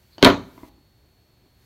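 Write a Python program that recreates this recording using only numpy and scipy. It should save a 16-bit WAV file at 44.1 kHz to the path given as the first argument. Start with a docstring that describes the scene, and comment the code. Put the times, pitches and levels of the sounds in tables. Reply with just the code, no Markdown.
"""A small workshop: two big wooden dice are set down hard on a bench, one just after the other.
A sleeve brushes, edges touch and scuff, then the dice land and rattle flat. Each contact clacks the
blocks, booms the bench top and briefly rings the room; the peaks overload the microphone.
Soft bumps follow as the hands leave, over faint rustle, rumble, hiss, hum and a thin whine."""
import sys
import numpy as np
from scipy import signal
from scipy.fft import rfft, irfft
from scipy.io import wavfile

SR = 44100
rng = np.random.default_rng(int(sys.argv[2]) if len(sys.argv) > 2 else 0)


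def unload_wav(signal):
    """Save mono or channel-first audio to the path in sys.argv[1] as 16-bit WAV at rate SR, clipped to [-1, 1]."""
    wavfile.write(
        sys.argv[1],
        SR,
        np.round(np.clip(np.atleast_2d(signal).T, -1, 1) * 32767).astype(np.int16),
    )


N = 72765

# Noise spectra. Each row: frequency in Hz, relative density in dB.
RUMBLE_SPECTRUM = [(20, -7), (55, 3), (120, 0.5), (200, -8.5), (350, -17), (600, -19.5), (1100, -26.5),
                   (3000, -32.5), (4200, -22.5), (5200, -43.5), (16000, -49.5)]
HISS_SPECTRUM = [(100, -2), (2000, 3.5), (4200, -0.5), (6500, -3), (8000, -5.5), (10500, -6.5), (13000, 0),
                 (16000, -5.5)]
RUSTLE_SPECTRUM = [(60, -14.5), (200, -9.5), (360, 4), (520, -11.5), (800, -9), (1300, -19), (4200, -26),
                   (6000, -36), (16000, -53)]
SCUFF_SPECTRUM = [(60, -9), (200, 3.5), (800, -2), (1200, -10.5), (2300, -17), (3100, -11.5), (4500, -17),
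                  (5600, -24.5), (7500, -41), (16000, -48.5)]
# Noise envelopes. Each row: time in seconds, level in dB.
RUMBLE_ENVELOPE = [(0, -60), (0.751, -56.5), (.93, -59.5), (1.02, -59), (1.65, -59)]
HISS_ENVELOPE = [(0, -63.5), (0.199, -62.5), (0.449, -62.5), (.6, -57.5), (0.69, -58.5), (0.699, -68),
                 (1.52, -68), (1.63, -63.5)]
RUSTLE_ENVELOPE = [(0, -73), (.101, -71.5), (.68, -61), (.8, -75), (.9, -75.5), (1.05, -64.5),
                   (1.181, -71.5), (1.28, -68), (1.46, -64), (1.54, -76), (1.63, -67)]
SCUFF_ENVELOPE = [(.181, -71), (0.185, -40.5), (.2, -46.5), (.212, -43), (.226, -34.5), (0.239, -73)]
# Whine pitch. Each row: time in seconds, frequency in Hz.
WHINE_PITCH = [(0, 4450), (.8, 4401), (1.65, 4374)]

# Dense ringing of early echoes, late reverb and blocks. Each row: frequency in Hz, T60 in seconds.
EARLY_DECAY = [(80, 0.59), (280, 0.3523), (600, 0.278), (1100, 0.2342), (3500, 0.1805), (7000, 0.3065),
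               (14000, 0.07)]
LATE_DECAY = [(100, 0.36), (300, 0.9462), (1000, 0.66), (4000, 0.3691), (12000, 1.5)]
WOOD_DECAY = [(100, 0.094), (600, 0.013), (3000, .027), (10000, .013)]
# Their spectra. Each row: frequency in Hz, gain in dB.
EARLY_SPECTRUM = [(100, -3.5), (400, -6), (1200, -0.5), (4000, -5), (12000, -1)]
LATE_SPECTRUM = [(100, -20.5), (280, -26.5), (550, -31), (1100, -23.5), (4000, -23.5), (6000, -31.5),
                 (12000, -29)]
WOOD_SPECTRUM = [(30, -9.5), (110, 13), (270, 26.5), (650, 26), (800, 21.5), (1100, 24), (1900, 19),
                 (3100, 15), (4200, 17.5), (4900, 5), (6800, 3), (7700, -9.5), (13500, -4), (16000, -16)]

# Resonances. Each row: frequency in Hz, level in dB, T60 in seconds.
BUMP_MODES = [(100, -6.5, 0.062), (281.14, -10.5, 0.0624), (318.2, 4, 0.0362), (479.14, -12, 0.055),
              (633.9, -1.5, 0.031), (822, -27.5, 0.82), (978, 3, 0.0307), (1049, -18.5, 0.0196),
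              (2077.3, -7, .028)]
TOUCH_MODES = [(310, -10.5, .03), (470, 2, 0.0057), (660, 0, .015), (846.07, -1, 0.0096),
               (1550, -5, 0.0098), (3030, -1, .011), (4564.6, -6, 0.023), (5240, -8.5, 0.0053),
               (6420, -12.5, .011)]
BENCH_MODES = [(61.007, -40, 0.66145), (95.5, -30.5, 0.3), (120.98, -33.5, .42), (175.7, -32.5, 0.42),
               (191.49, -31, 0.36), (260.4, -23, 0.18), (285.33, -20, .24), (329.45, -15.5, 0.23),
               (387.4, -17, .22), (414.18, -17.5, .18), (583.44, -22.5, 0.17), (692.15, -21, .19),
               (877.4, -25, 0.21), (985.9, -23.5, 0.1685)]
BLOCK_MODES = [(1083.6, -25, 0.23), (1087.7, -26.5, 0.1733), (1401, -22, 0.17), (1530, -24.5, .094),
               (1759.4, -27.5, .13), (2382, -19.5, 0.022), (3127, -18.5, .06), (3248, -14.5, 0.034),
               (3938.6, -28.5, .08), (4358, -23, .03)]

# Touches before landing, bumps after. 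Each row: start in seconds, low gain in dB, high gain in dB.
TOUCHES = [(.1817, -27.5, -28), (.1925, -32, -47.5), (.2165, -32, -48), (.2225, -23.5, -43)]
BUMPS = [(.5778, -40, -38.5), (.6325, -30, -38), (.778, -45, -62.5), (1.461, -51.5, -64)]
# Dice hitting the bench and each other.
# Each row: start in seconds, then thud, body, knock, clack and tick gains in dB.
CONTACTS = [(.2267, -11, -6.5, -1.5, 2.5, -0.5), (.2294, 2, 2, 1.5, -4, -4.5),
            (0.2371, 3, -1, 0.5, -1.5, -14.5), (0.247, -11.5, -2, 1.5, 8.5, -1),
            (0.2509, -5.5, 2.5, 3, 3.5, 2), (0.2538, 0.5, 1, 2.5, -10, -14.5),
            (0.2588, 1, 2, -0.06, -9, -10), (0.2622, 0.5, 2, -0.24, -4, -7),
            (.2692, 5.5, 2.5, -1.5, -8.5, -8.5), (0.2732, -1.5, -1.5, -5, -10.5, -14),
            (0.29, -8.5, -14.5, -14, -22.5, -25), (0.301, -14, -13.5, -13.5, -5, -19)]
# Frequencies of thud, body, knock, clack and tick in Hz.
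CONTACT_BANDS_HZ = [220, 620, 1150, 3400, 10000]


def amp(db):
    """Decibels to gain."""
    return 10 ** (np.asarray(db) / 20)


def unit_rms(x):
    """Scales to RMS 1."""
    return x / np.sqrt(np.mean(x ** 2) + 1e-20)


def lookup(points, hz):
    """Interpolates a table over log frequency."""
    points_hz, values = np.transpose(points)
    return np.interp(np.log(hz + 1), np.log(points_hz + 1), values)


def add(mix, start_s, sound):
    """Mixes a sound in at start_s."""
    part = mix[round(start_s * SR):][:len(sound)]
    part += sound[:len(part)]


def colour(x, spectrum, size=4096):
    """Minimum-phase filter through (Hz, dB) points."""
    log_gain = np.log(amp(lookup(spectrum, abs(np.fft.fftfreq(size, 1 / SR)))))
    response = np.exp(np.conj(signal.hilbert(log_gain)))
    impulse = np.fft.ifft(response).real[:size // 2]
    return signal.fftconvolve(x, impulse)[:len(x)]


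def shaped_noise(spectrum, envelope):
    """Coloured noise under a level curve."""
    level_db = np.interp(np.arange(N) / SR, *np.transpose(envelope))
    return amp(level_db) * unit_rms(colour(rng.standard_normal(N), spectrum))


def ring(modes, size=24576):
    """Decaying sines of a struck object."""
    t = np.arange(size) / SR
    return sum(amp(db - 60 * t / t60_s) * np.sin(2 * np.pi * hz * t) for hz, db, t60_s in modes)


def dense_ring(decay, size=32768, bands=14):
    """Countless modes: noise bands, each with its own T60 and its share of a unit click's energy."""
    t, hz = np.arange(size) / SR, np.fft.rfftfreq(size, 1 / SR)
    noise, out = rfft(rng.standard_normal(size)), np.zeros(size)
    edges_hz = np.geomspace(40, SR / 2, bands + 1)
    for low_hz, high_hz in zip(edges_hz, edges_hz[1:]):
        t60_s = lookup(decay, np.sqrt(low_hz * high_hz))
        band = irfft(noise * (hz >= low_hz) * (hz < high_hz)) * amp(-60 * t / t60_s)
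        out += unit_rms(band) * np.sqrt(2 * (high_hz - low_hz) / SR / size)
    return out


def background(whine_db=-71, hum_hz=118, hum_db=-69):
    """Room rumble, hiss, a slightly sinking whine and electric hum."""
    t = np.arange(N) / SR
    rumble = shaped_noise(RUMBLE_SPECTRUM, RUMBLE_ENVELOPE)
    hiss = shaped_noise(HISS_SPECTRUM, HISS_ENVELOPE)
    whine_hz = np.interp(t, *np.transpose(WHINE_PITCH))
    whine = amp(whine_db) * unit_rms(np.sin(2 * np.pi * np.cumsum(whine_hz) / SR))
    hum = amp(hum_db) * unit_rms(np.sin(2 * np.pi * hum_hz * t))
    return rumble + hiss + whine + hum


def late_reverb(x):
    """The workshop's faint reverberant tail."""
    return signal.fftconvolve(x, colour(dense_ring(LATE_DECAY), LATE_SPECTRUM))[:N]


def early_echoes(delay_s=0.008):
    """Impulse response of the clutter around the bench, new for each spot struck."""
    echoes = colour(dense_ring(EARLY_DECAY, size=16384), EARLY_SPECTRUM)
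    return np.pad(echoes, (round(delay_s * SR), 0))


def hand_rustle():
    """Low rustle of moving hands."""
    return shaped_noise(RUSTLE_SPECTRUM, RUSTLE_ENVELOPE)


def sleeve_swish(peak_s=0.1417, sigma_s=0.0168, centre_hz=4303, half_width_hz=320, level_db=-56.5):
    """Cloth brushes as the dice come down: a brief swell of narrow-band noise."""
    t, hz = np.arange(N) / SR, np.fft.rfftfreq(N, 1 / SR)
    band_gain = 1 / (1 + ((hz - centre_hz) / half_width_hz) ** 2)
    noise = irfft(rfft(rng.standard_normal(N)) * band_gain, N)
    swell = np.exp(-0.5 * ((t - peak_s) / sigma_s) ** 2)
    return amp(level_db) * unit_rms(noise) * swell


def edge_scuff():
    """An edge scrapes the bench between first touch and landing."""
    return shaped_noise(SCUFF_SPECTRUM, SCUFF_ENVELOPE)


def light_taps(events, modes, high_hz, rise_s, echo_db, low_hz=220):
    """Light contacts build up briefly, ring one set of modes and echo."""
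    out, ringing = np.zeros(N), ring(modes)
    t = np.arange(len(ringing)) / SR
    ringing *= 1 - np.exp(-t / rise_s)
    for start_s, low_db, high_db in events:
        tap = colour(ringing, [(low_hz, low_db), (high_hz, high_db)])
        add(out, start_s, tap)
        add(out, start_s, amp(echo_db) * signal.fftconvolve(tap, early_echoes()))
    return out


def dice(snap_gain=0.95, snap_decay_s=0.0011):
    """Each contact cracks, rings the blocks and shakes the bench; edges are bright, faces dull."""
    out, modes = np.zeros(N), ring(BENCH_MODES) + ring(BLOCK_MODES)
    t = np.arange(len(modes)) / SR
    for start_s, *gains_db in CONTACTS:
        snap = rng.standard_normal(len(t)) * np.exp(-t / snap_decay_s)
        blow = snap_gain * unit_rms(snap) / np.sqrt(len(t))
        add(blow, 0, dense_ring(WOOD_DECAY, size=4096))
        add(blow, 0, early_echoes())
        contact = colour(blow, WOOD_SPECTRUM) + modes
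        add(out, start_s, colour(contact, list(zip(CONTACT_BANDS_HZ, gains_db))))
    return out


def scene():
    """Mono mix of dice, handling sounds and room."""
    wood = light_taps(TOUCHES, TOUCH_MODES, high_hz=3000, rise_s=0.0005, echo_db=-5)
    wood += edge_scuff()
    wood += dice()
    wood += light_taps(BUMPS, BUMP_MODES, high_hz=1200, rise_s=0.00049, echo_db=-2.5)
    return (wood + late_reverb(wood) + sleeve_swish() + hand_rustle() + background())[None]


def record(dry):
    """Microphone: bass cut, soft overload, band limit."""
    low_cut_hz, high_cut_hz = 36, 16000
    drive_db, ceiling = -2, 0.9197
    highpass = signal.butter(2, low_cut_hz, "highpass", fs=SR, output="sos")
    lowpass = signal.firwin(401, high_cut_hz, window=("kaiser", 8), fs=SR)
    driven = signal.sosfilt(highpass, dry) * amp(drive_db)
    clipped = driven / (1 + (driven / ceiling) ** 6) ** (1 / 6)
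    return signal.oaconvolve(clipped, lowpass[None], "same")


dry = scene()
out = record(dry)
unload_wav(out)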